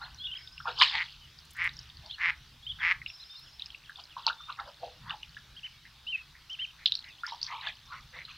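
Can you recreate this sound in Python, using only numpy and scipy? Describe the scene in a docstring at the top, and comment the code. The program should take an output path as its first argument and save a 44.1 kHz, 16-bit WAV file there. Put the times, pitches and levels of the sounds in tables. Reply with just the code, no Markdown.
"""A canoe drifts on a calm marshy river, in the rumble and hiss of open air (shaped noise).
From the start, arched chirps, slurs and thin trills (gliding sines) come from the bank, and water
splashes, plops and drips (ringing bubbles). A duck quacks four times nearby from 0.9 s (slaps ringing
a throat); crackles tick from 1.5 s (noise bursts). A soft bump (low noise) follows at 4.9 s; distant
ducks, heard once at 0.3 s, answer from 5.6 s."""
import sys
import numpy as np
from scipy import signal
from scipy.io import wavfile
from scipy.ndimage import uniform_filter1d, map_coordinates

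SR = 44100
rng = np.random.default_rng(int(sys.argv[2]) if len(sys.argv) > 2 else 0)


def digitize_waveform(pressure):
    """Quantize a signal to 16-bit integers and store it at the path in sys.argv[1].

    Rows of a 2-D input are taken as channels; values are limited to [-1, 1].
    """
    field = np.atleast_2d(pressure).T
    bounded = np.clip(field, -1, 1)
    quanta = np.round(bounded * 32767).astype(np.int16)
    wavfile.write(sys.argv[1], SR, quanta)


N = 369116

# All event levels are before the gains in scene().
# drops hitting the water: t/s, peak/dB, ring f/Hz
DROPS = [(.1451, -44, 5500), (.474, -39.5, 3470), (0.5784, -38, 2680), (0.8137, -14, 2930),
         (.897, -26, 3390), (1.3876, -42.5, 4580), (1.617, -23, 2000), (1.6912, -35.5, 3660),
         (1.7365, -47, 4970), (1.7673, -40, 5230), (1.7902, -34, 5020), (1.8988, -43.5, 3420),
         (1.9697, -43, 4360), (2.0606, -42, 4400), (2.11, -31, 3340), (3.0611, -29, 2690),
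         (3.1, -38.5, 2630), (3.5956, -34, 3700), (3.6203, -30, 3530), (3.659, -35, 4950),
         (3.703, -40, 3050), (3.7458, -37, 2560), (3.9573, -39.5, 3360), (4.0378, -42, 4820),
         (4.266, -13, 4180), (4.2802, -26.5, 2630), (4.3285, -38.5, 3620), (4.524, -38.5, 3830),
         (4.5987, -40, 3530), (5.0956, -33.5, 3400), (5.1063, -28, 2790), (5.2306, -34, 2820),
         (6.0774, -43, 3630), (6.5, -45.5, 5200), (6.53, -44.5, 5300), (6.597, -43.5, 3470),
         (6.8581, -12, 3750), (6.8615, -13, 3290), (6.9208, -16, 3660), (6.952, -22, 4160),
         (6.99, -34, 4030), (7.0416, -41.5, 3900), (7.2653, -31.5, 4820), (7.4147, -30.5, 4300),
         (7.429, -21.5, 4630), (7.465, -31.5, 4290), (7.6112, -37.5, 3740), (7.6695, -29.5, 3370),
         (8.251, -36.5, 3780)]
# sloshes: loudest t/s, time of the last 20 dB of swell/s, gurgle t60/s, gurgle level/dB, gurgle f/Hz,
# gurgle spread (relative), spray level/dB, spray f/Hz
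SLOSHES = [(0.041, 0.073, 0.27, -48, 1220, 0.53, -54.5, 3360),
           (.679, 0.027, 0.14, -32.5, 1090, 0.52, -41, 3140),
           (.805, .04, 0.16, -36.5, 1118, .35, -23.5, 3700),
           (0.816, 0.0063, 0.066, -17, 1460, 0.49, -16.5, 3200),
           (.85, .02, .2, -35, 1966, 0.29, -32.5, 3530), (.94, 0.062, 0.31, -45, 1000, .25, -36, 3430),
           (2.056, 0.043, .15, -55.5, 783, 0.26, -56, 4200),
           (3.992, 0.027, 0.079, -50.5, 993, 0.44, -48, 3620),
           (4.175, 0.01, 0.23, -45, 1140, 0.24, -51, 3700),
           (4.277, 0.013, 0.047, -27.5, 1108, 0.29, -31.5, 3500),
           (4.406, 0.013, .12, -49.5, 1276, 0.083, -61, 3800),
           (4.499, 0.023, 0.085, -37.5, 1160, 0.25, -47.5, 3050),
           (4.6, 0.019, .11, -37, 1210, 0.54, -60, 3670), (4.681, .046, 0.12, -47, 910, 0.58, -55, 3700),
           (4.84, 0.028, 0.16, -40.5, 624, 0.32, -52, 3400),
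           (5.11, .065, 0.11, -39.5, 1270, 0.452, -54, 3420),
           (7.278, 0.0092, 0.28, -50, 997, 0.2, -44, 3950),
           (7.441, 0.034, .16, -62, 1210, 0.32, -45.5, 4520),
           (7.53, 0.05, 0.34, -39.5, 1020, 0.22, -46.5, 2960),
           (7.679, 0.061, 0.07, -44.5, 980, 0.46, -37.5, 3140),
           (7.93, 0.039, 0.22, -43, 1204, 0.21, -56, 3350), (8.17, .043, 0.077, -51, 800, 0.63, -56, 3400),
           (8.286, 0.015, 0.39, -55.5, 1480, 0.42, -51, 3220)]


def amp(db):
    """Decibels to gain."""
    return 10 ** (np.asarray(db) / 20)


def evened(x):
    """Scales to an rms of one."""
    return x / np.sqrt(np.mean(x ** 2) + 1e-20)


def read(points, hz):
    """Reads a curve on a log-frequency axis."""
    f, value = np.transpose(points)
    return np.interp(np.log(hz + 1), np.log(f + 1), value)


def add(mix, s, sound):
    """Mixes a sound in at time s, cropped to the mix."""
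    start = round(s * SR)
    sound = sound[max(-start, 0):]
    part = mix[max(start, 0):][:len(sound)]
    part += sound[:len(part)]


def band(x, hz, kind, order=2):
    """Causal Butterworth high-pass or low-pass."""
    return signal.sosfilt(signal.butter(order, hz, kind, fs=SR, output="sos"), x)


def waver(size, hz):
    """Smooth chance of about unit rms: a spline through hz random knots a second."""
    knots = rng.standard_normal(256)
    return map_coordinates(knots, [np.arange(size) * hz / SR], order=3, mode="wrap")


def resonate(x, hz, width_hz):
    """Resonance of peak gain about 1; hz may be a curve: shift down to 0 Hz, smooth, shift back."""
    turn = np.exp(2j * np.pi * np.cumsum(hz * np.ones(len(x))) / SR)
    r = np.exp(-np.pi * width_hz / SR)
    smooth = signal.lfilter([1 - r], [1, -r], x / turn + 1e-18)
    return 2 * (turn * smooth).real


def air(level_db=-55.5, patchy_db=2, rumble_hz=260):
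    """Stereo shaped noise: low rumble that swells and sinks, and a softly shifting hiss."""
    # spectrum: f/Hz, relative density/dB
    spectrum = [(20, -15), (40, 0), (60, 5.5), (140, 0.5), (210, -12), (330, -17), (500, -23), (800, -17.5),
                (1500, -14), (2100, -16.5), (2900, -14.5), (3900, -10.5), (5400, -17.5), (7200, -28.5),
                (10000, -31), (15500, -31.5)]
    # rumble: t/s, boost at lowest f/dB
    rumble = [(0, 3.5), (1.302, -1.5), (1.7, 4.5), (2.149, 1), (2.95, 5.5), (3.15, -4), (4.851, -4),
              (5.029, 4.5), (5.252, -0.5), (7.3, -3.5), (7.851, 0.5), (8.37, -3)]
    # left-right correlation: f/Hz, correlation
    likeness = [(100, 1), (2500, 0.99), (5000, 0.71), (8000, 0.73), (13000, .65)]
    frames, hz = N // 512 + 5, np.fft.rfftfreq(2048, 1 / SR)
    a, b, c, d, patches = rng.standard_normal((5, frames, len(hz)))
    patches = uniform_filter1d(uniform_filter1d(patches, 7, 0), 25, 1)
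    patches = evened(patches) * (hz < 7000)
    rumble_db = np.interp(np.arange(frames) * 512 / SR, *np.transpose(rumble))[:, None]
    rumble_db = rumble_db / (1 + (hz / rumble_hz) ** 4)
    same = np.clip(read(likeness, hz), -1, 1)
    left = a + 1j * b
    right = same * left + np.sqrt(1 - same ** 2) * (c + 1j * d)
    z = np.array([left, right]) * amp(read(spectrum, hz) + patchy_db * patches + rumble_db)
    noise = signal.istft(z.swapaxes(1, 2), nperseg=2048, noverlap=1536)[1][:, :N]
    return amp(level_db) * evened(noise)


def whistle(hz, level_db, wobble=0.0099, flutter_db=2.0, fade=0.55):
    """A nearly pure tone with a slight quaver in pitch and level; fade is the tapered share."""
    size = len(hz)
    phase = 2 * np.pi * np.cumsum(hz * (1 + wobble * waver(size, 250))) / SR
    level = amp(level_db + flutter_db * waver(size, 130))
    return np.sin(phase) * level * signal.windows.tukey(size, fade)


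def slide(length_s, start_hz, end_hz, power=.72):
    """A pitch that glides one way, fastest at first (power under 1)."""
    return start_hz + (end_hz - start_hz) * np.linspace(0, 1, round(length_s * SR)) ** power


def far_chorus(count=150, level_db=-66, centre_hz=3400, octaves=0.36, glide_octaves=0.67):
    """Many faint slurs and a few held whistles from further along the bank."""
    # held whistles: t/s, length/s, level/dB, f/Hz
    held = [(0, 1, -65, 1520), (0.349, 0.093, -59, 2215), (5.724, 0.054, -62.5, 2260),
            (8.115, 0.43, -61, 4120)]
    out = np.zeros(N)
    for when, length, high, slope, loud in rng.random((count, 5)):
        start_hz = centre_hz * 2 ** (octaves * (high - .5))
        end_hz = start_hz * 2 ** (glide_octaves * (slope - .6))
        pitch_hz = slide(.025 + .025 * length, start_hz, end_hz)
        add(out, when * N / SR, whistle(pitch_hz, level_db + 5 * (loud - .5), fade=0.31))
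    for s, length_s, held_db, hz in held:
        add(out, s, whistle(np.full(round(length_s * SR), hz), held_db))
    return out


def bubble(hz, t60, onset_s, rise=0.087):
    """A pocket of air rings and dies, peak 1; its pitch climbs as it nears the surface."""
    t = np.arange(round((t60 + 2 * onset_s) * SR)) / SR
    tone = np.sin(2 * np.pi * hz * t * (1 + rise * t / t60))
    ring = tone * amp(-60 * t / t60) * (1 - np.exp(-(t / onset_s) ** 2))
    return ring / abs(ring).max()


def cloud(s, rise_s, t60, level_db, centre_hz, spread, size_db=13):
    """Mixed bubbles that swell to level_db at time s and die away; gives start time and sound."""
    per_s, cycles, onset_cycles = 1300, 28, 2.8
    t = np.arange(-1.5 * rise_s, 1.9 * t60, 1 / SR)
    rings = np.zeros(len(t))
    chance = rng.random((700, 3))[:max(round(per_s * len(t) / SR), 8)]
    for k, (late, pitch, size) in enumerate(chance):
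        hz = centre_hz * 2 ** (2.73 * spread * (pitch - .5))
        ring = bubble(hz, cycles / hz, onset_cycles / hz)
        add(rings, (k + late) / per_s - .005, amp(size_db * size ** 2) * ring)
    swell = amp(np.where(t < 0, 20 * t / rise_s, -60 * t / t60))
    rms = np.sqrt(np.average(rings ** 2, weights=swell ** 2))
    return s + t[0], amp(level_db) * swell * rings / rms


def splashes(spray_lasts=1.7, mist_lasts=2):
    """Each slosh gurgles, lets deeper bubbles up late, and throws spray and mist that outlast it."""
    deep_ratio, deep_db, deep_late_s = .53, -27.5, .011  # relative to the gurgle
    spray_spread, spray_late_s = 0.34, 0.0061
    mist_hz, mist_db = 6930, -24  # level relative to the spray
    out = np.zeros(N)
    for s, rise_s, t60, gurgle_db, gurgle_hz, spread, spray_db, spray_hz in SLOSHES:
        deep_hz, spray_s = gurgle_hz * deep_ratio, s + spray_late_s
        add(out, *cloud(s, rise_s, t60, gurgle_db, gurgle_hz, spread))
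        add(out, *cloud(s + deep_late_s, rise_s, t60, gurgle_db + deep_db, deep_hz, .25))
        add(out, *cloud(spray_s, rise_s, t60 * spray_lasts, spray_db, spray_hz, spray_spread, size_db=20))
        add(out, *cloud(spray_s, rise_s, t60 * mist_lasts, spray_db + mist_db, mist_hz, 0.206))
    return out


def patter(count=900, centre_hz=3800, octaves=1.264, size_db=11):
    """Scattered droplets, each a tiny ping; louder after strong drips and sloshes, until it settles."""
    cycles, onset_s = 20, .0014
    stirred_db, calm_db, settle_s = -46.5, -60.5, 0.16  # levels of the largest droplets
    full_stir_db, stir_share = -38, 0.32  # a blow of this level has strength 1; share scales the dB gap
    blows = [(row[0], row[1]) for row in DROPS] + [(row[0], row[6]) for row in SLOSHES]
    blow_s, blow_db = np.transpose(blows)
    strength = amp(stir_share * (blow_db - full_stir_db))
    out = np.zeros(N)
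    for k, (when, pitch, size) in enumerate(rng.random((count, 3))):
        s = (k + 2 * when) / count * N / SR
        hz = centre_hz * 2 ** (octaves * (pitch - .5))
        past = blow_s < s
        stirred = np.tanh(np.sum(strength[past] * np.exp((blow_s[past] - s) / settle_s)))
        level_db = calm_db + (stirred_db - calm_db) * stirred + size_db * (size ** 3 - 1)
        add(out, s, amp(level_db) * bubble(hz, cycles / hz, onset_s))
    return out


def arched(length_s, crest_hz):
    """A pitch that climbs to a flat crest and drops away."""
    crest, climb, drop = 0.612, 0.163, 0.31  # place in the chirp; shares of crest pitch gained and lost
    climb_power, drop_power = 2.6, 2.95  # the higher, the flatter the crest
    u = np.linspace(0, 1, round(length_s * SR)) - crest
    before, after = np.maximum(-u / crest, 0), np.maximum(u / (1 - crest), 0)
    return crest_hz * (1 - climb * before ** climb_power - drop * after ** drop_power)


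def songbirds(echo_db=-18, echo_s=0.059):
    """Arched chirps and sliding whistles, each with one quick reflection from the trees."""
    # chirps: t/s, length/s, level/dB, crest f/Hz
    chirp_rows = [(0.014, 0.049, -46, 4180), (0.173, .052, -50.5, 4200), (0.239, 0.037, -34.5, 3370),
                  (.312, .032, -36.5, 3160), (0.347, 0.032, -40, 3290), (2.745, .07, -57, 3730),
                  (3.197, 0.047, -47, 4130), (3.362, .04, -49, 4310), (5.563, .036, -45.5, 3270),
                  (5.63, .042, -39.5, 3060), (6.065, 0.068, -34.5, 3116), (6.494, 0.063, -38, 3150),
                  (6.588, 0.069, -32.5, 3115)]
    # slurs: t/s, length/s, level/dB, start f/Hz, end f/Hz
    slur_rows = [(0.193, 0.092, -40.5, 3110, 3740), (.264, 0.048, -39.5, 2890, 2870),
                 (1.205, 0.059, -53, 3160, 2890), (2.092, 0.065, -43.5, 2840, 4430),
                 (2.095, 0.063, -45, 4470, 2720), (2.623, .05, -50.5, 3070, 3800),
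                 (2.665, 0.02, -35, 2930, 3280), (2.687, 0.039, -35.5, 3660, 2964),
                 (2.696, 0.032, -39.5, 3010, 3770), (2.797, 0.029, -41.5, 3570, 3040),
                 (3.074, 0.032, -50, 3980, 3300), (3.291, 0.078, -46.5, 3590, 3640),
                 (4.367, .13, -49, 3530, 3640), (6.125, 0.039, -28.5, 2820, 2524),
                 (7.08, 0.051, -53, 3030, 2410), (7.182, 0.038, -54, 2800, 3650)]
    direct = np.zeros(N)
    for s, length_s, level_db, crest_hz in chirp_rows:
        add(direct, s, whistle(arched(length_s, crest_hz), level_db, fade=0.2))
    for s, length_s, level_db, start_hz, end_hz in slur_rows:
        add(direct, s, whistle(slide(length_s, start_hz, end_hz), level_db, fade=0.26))
    out = direct.copy()
    add(out, echo_s, amp(echo_db) * direct)
    return out


def plops(onset_s=0.0011, ring_share=0.85, train_db=-11, train_s=.011, count=5):
    """One large trapped bubble and a few that break off from it."""
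    # large bubbles: t/s, peak/dB, ring f/Hz, nominal t60/s (ring_share or half of it sounds)
    plop_rows = [(.014, -39, 1378, 0.19), (.602, -35, 1344, 0.04), (.655, -27, 1050, 0.023),
                 (.672, -29, 1362, 0.084), (0.682, -39.5, 482, 0.11), (.816, -21, 1020, 0.026),
                 (.947, -34, 867, 0.12), (3.016, -33.5, 2024, 0.024), (3.895, -34, 1580, 0.015),
                 (4.166, -30.5, 1020, 0.049), (4.265, -27, 880, 0.049), (4.298, -25.5, 1396, 0.063),
                 (4.491, -39, 1137, .06), (4.588, -34, 1260, 0.049), (4.831, -28.5, 692, 0.06),
                 (5.136, -37.5, 830, 0.077), (5.367, -36, 1650, 0.033), (7.234, -28, 1380, 0.074),
                 (7.321, -32, 911, 0.098), (7.502, -37, 1004, 0.036), (7.67, -29.5, 1670, 0.047),
                 (7.922, -35, 1370, 0.047)]
    out = np.zeros(N)
    for s, peak_db, hz, t60 in plop_rows:
        add(out, s, amp(peak_db) * bubble(hz, ring_share * t60, onset_s))
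        for late, pitch in zip(rng.exponential(1, count), rng.uniform(-.8, .9, count)):
            small = bubble(hz * 2 ** (.35 * pitch), t60 / 2, onset_s)
            add(out, s + 0.00214 + train_s * late, amp(peak_db + train_db - 0.87 * late) * small)
    return out


def drips(cycles=16, onset_s=.001, soft=1.88, tick_cycles=11, spatter_db=-18, spatter_s=0.0093, count=9):
    """A tick, a ping, then smaller droplets; gentle drops ring up and down more slowly."""
    # impact rings: ratio to the drop's ring f, level re drop/dB
    impact = [(.78, -15), (1.249, -12)]
    out = np.zeros(N)
    for s, peak_db, hz in DROPS:
        slow = np.interp(peak_db, [-30, -12], [soft, 1])
        add(out, s, amp(peak_db) * bubble(hz, slow * cycles / hz, slow * onset_s))
        for ratio, tick_db in impact:
            tick = bubble(hz * ratio, tick_cycles / (hz * ratio), onset_s)
            add(out, s + onset_s / 2, amp(peak_db + tick_db) * tick)
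        for late, pitch in zip(rng.exponential(1, count), rng.uniform(-0.76, 1, count)):
            small_hz = hz * 2 ** (.35 * pitch)
            ping = bubble(small_hz, slow * cycles / small_hz, slow * onset_s)
            add(out, s + .0015 + spatter_s * late, amp(peak_db + spatter_db - late) * ping)
    return out


def quack(t, level_db, far=False):
    """Uneven slaps of the syrinx, with weaker ones between and some rasp, ring the throat."""
    # throat resonances: f/Hz, width of one pole before widening/Hz, relative level/dB
    throat = [(978, 197, -8), (1157, 280, -8), (2026, 560, 8.5), (3130, 520, -45.5), (5200, 100, -15)]
    pulse_hz, jitter, shimmer_db = 174.9, .045, 1.8
    stray, rasp = .33, (.3 if far else .055)
    turns = np.cumsum(pulse_hz * (1 + jitter * waver(len(t), pulse_hz))) / SR
    slaps = np.diff(np.floor(turns), prepend=0) * amp(shimmer_db * waver(len(t), pulse_hz))
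    between = np.diff(np.floor(turns + .5 + .15 * waver(len(t), pulse_hz)), prepend=0) > 0
    noise = rng.standard_normal(SR // 2)[:len(t)]
    # the bill opens: the slaps take hold and the throat rises
    opening = np.minimum(3 * (t - t[0]) / (t[-1] - t[0]), 1)
    breath = rasp * noise * np.exp(-2 * opening * (turns % 1))
    drive = opening ** 2 * slaps + stray * between + breath
    mouth = 1 - 0.23 * (1 - opening)
    voice = np.zeros(len(t))
    for k, (hz, width_hz, db) in enumerate(throat):
        once = resonate(drive, hz * mouth, 1.12 * width_hz)
        twice = resonate(once, hz * mouth, 1.19 * width_hz)
        voice += amp(db) * twice * (-1) ** k  # alternate polarity
    voice = band(band(voice, 775, "high", order=8), 5630, "low", order=5)
    return evened(voice) * amp(level_db)


def far_ducks(bright_hz=2700):
    """The same voice with more rasp, faint and dulled by distance."""
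    # distant quacks: t/s, length/s, level before fades and filters/dB
    far_rows = [(0.338, 0.093, -45), (5.64, 0.044, -39.5), (5.846, 0.037, -42), (6.144, 0.063, -43.5),
                (6.34, 0.053, -45), (6.58, 0.057, -42.5), (6.778, 0.076, -43.5), (7.027, 0.086, -40.5),
                (7.239, 0.074, -37.5), (7.465, 0.085, -34), (7.613, 0.11, -34), (7.91, 0.099, -40.5),
                (8.125, 0.12, -34)]
    out = np.zeros(N)
    for s, length_s, level_db in far_rows:
        t = np.arange(0, length_s, 1 / SR)
        add(out, s, quack(t, level_db, far=True) * signal.windows.tukey(len(t), .45))
    return band(band(out, bright_hz, "low", order=3), 1660, "high", order=3)


def trills(uneven_db=-1.5, uneven_pitch=0.011, slur_s=.043):
    """Small birds deep in the trees each repeat one slur at a steady pace, never quite the same."""
    # runs: first t/s, last t/s, spacing/s, first level/dB, last level/dB, slur start f/Hz, slur end f/Hz
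    runs = [(0.362, .756, .051, -51.5, -55.5, 4730, 5570), (3.071, 3.533, .056, -48, -55.5, 4750, 5620),
            (3.452, 4.232, .129, -57, -52, 3700, 2410)]
    out = np.zeros(N)
    for first, last, spacing, first_db, last_db, start_hz, end_hz in runs:
        times = np.arange(first, last + spacing / 2, spacing)
        for s, (pitch, loud) in zip(times, rng.standard_normal((20, 2))):
            level_db = np.interp(s, [first, last], [first_db, last_db]) + uneven_db * loud
            hz = np.linspace(start_hz, end_hz, round(slur_s * SR)) * (1 + uneven_pitch * pitch)
            add(out, s, whistle(hz, level_db, wobble=0.0049, flutter_db=1.5, fade=.5))
    return out


def near_duck():
    """Each quack swells, holds while it grows a little, and stops short."""
    # near quacks: t/s, length/s, swell/s, level before envelope/dB
    near_rows = [(.872, 0.18, 0.088, -32), (1.548, 0.15, 0.057, -30), (2.176, 0.15, .044, -27),
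                 (2.786, 0.16, 0.051, -25.5)]
    start_db, swell_power = -23, 1.5  # power above 1: the swell eases off towards the top
    growth_db_per_s, release_s, end_db = 14, 0.022, -50.5
    out = np.zeros(N)
    for s, length_s, swell_s, level_db in near_rows:
        t = np.arange(0, length_s, 1 / SR)
        attack_db = start_db * np.maximum(1 - t / swell_s, 0) ** swell_power
        growth_db = growth_db_per_s * (t - length_s / 2)
        release_db = end_db * np.maximum(1 - (length_s - t) / release_s, 0)
        add(out, s, quack(t, level_db + attack_db + growth_db + release_db))
    return out


def crackles(width_hz=3500, t60=.035):
    """Brief gritty ticks high in the treble: cubed noise through a wide resonance."""
    # ticks: t/s, peak/dB, centre f/Hz
    tick_rows = [(1.4511, -51, 7440), (1.507, -42, 8300), (1.534, -42, 13600), (1.567, -44.5, 8350),
                 (1.642, -40.5, 7900), (1.6644, -50, 7930), (3.3927, -52, 11000), (3.896, -53, 10760),
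                 (6.9514, -49, 8290), (7.2619, -52, 9450)]
    out, t = np.zeros(N), np.arange(0, t60, 1 / SR)
    for s, peak_db, hz in tick_rows:
        grit = rng.standard_normal(len(t)) ** 3 * amp(-60 * t / t60)
        tick = band(resonate(grit, hz, width_hz), 4400, "high", order=4)
        add(out, s, amp(peak_db) * tick / abs(tick).max())
    return out


def hull(level_db=-51, hz=150, width_hz=120):
    """A soft low bump through the canoe: resonant noise; level_db is before the fade."""
    s, length_s = 4.93, .24
    size = round(length_s * SR)
    thud = resonate(resonate(rng.standard_normal(SR), hz, width_hz), hz, width_hz)[-size:]
    thud = evened(band(thud, 192, "low", order=6))
    out = np.zeros(N)
    add(out, s, amp(level_db) * thud * signal.windows.hann(size))
    return out


def bank(x):
    """A thin scattered echo from trees and reeds: sparse random taps, decaying by frequency."""
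    # echo decay: f/Hz, t60/s
    decay = [(300, 0.45), (2000, 0.16), (4000, 0.18), (8000, 0.17)]
    sparse = rng.standard_normal(SR) * (rng.random(SR) < 2000 / SR)
    taps = sparse * (np.arange(SR) > .012 * SR)
    hz, t, z = signal.stft(taps, SR, nperseg=256)
    tail = signal.istft(z * amp(-60 * t / read(decay, hz)[:, None]), SR, nperseg=256)[1]
    return signal.fftconvolve(x, tail / np.linalg.norm(tail))[:N]


def scene():
    """Birds, water, crackles and bump straight ahead, their echo (birds, water), and the air around."""
    ducks = amp(-1.5) * near_duck() + amp(-10.0) * far_ducks()
    birds = songbirds()
    deep = amp(-0.5) * trills() + far_chorus()
    water = amp(3) * drips() + amp(0.5) * plops() + amp(1.5) * splashes() + amp(4) * patter()
    water = band(band(water, 6050, "low", order=4), 310, "high", order=4)
    echo = bank(amp(-15.5) * ducks + amp(-15.5) * birds + amp(-5.0) * deep + amp(-17.5) * water)
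    return ducks + birds + deep + water + echo + amp(-0.5) * crackles() + hull() + air()


def record(dry, comb_hz=91.6, notch_width_hz=24, count=8, edge_hz=15850):
    """A row of evenly spaced narrow notches from the bass up, then a steep low-pass."""
    for k in range(1, count + 1):
        notch = signal.iirnotch(k * comb_hz, k * comb_hz / notch_width_hz, fs=SR)
        dry = signal.lfilter(*notch, dry)
    low_pass = signal.firwin(511, edge_hz, window=("kaiser", 9), fs=SR)
    return signal.oaconvolve(dry, low_pass[None], "same")


dry = scene()
out = record(dry)
digitize_waveform(out)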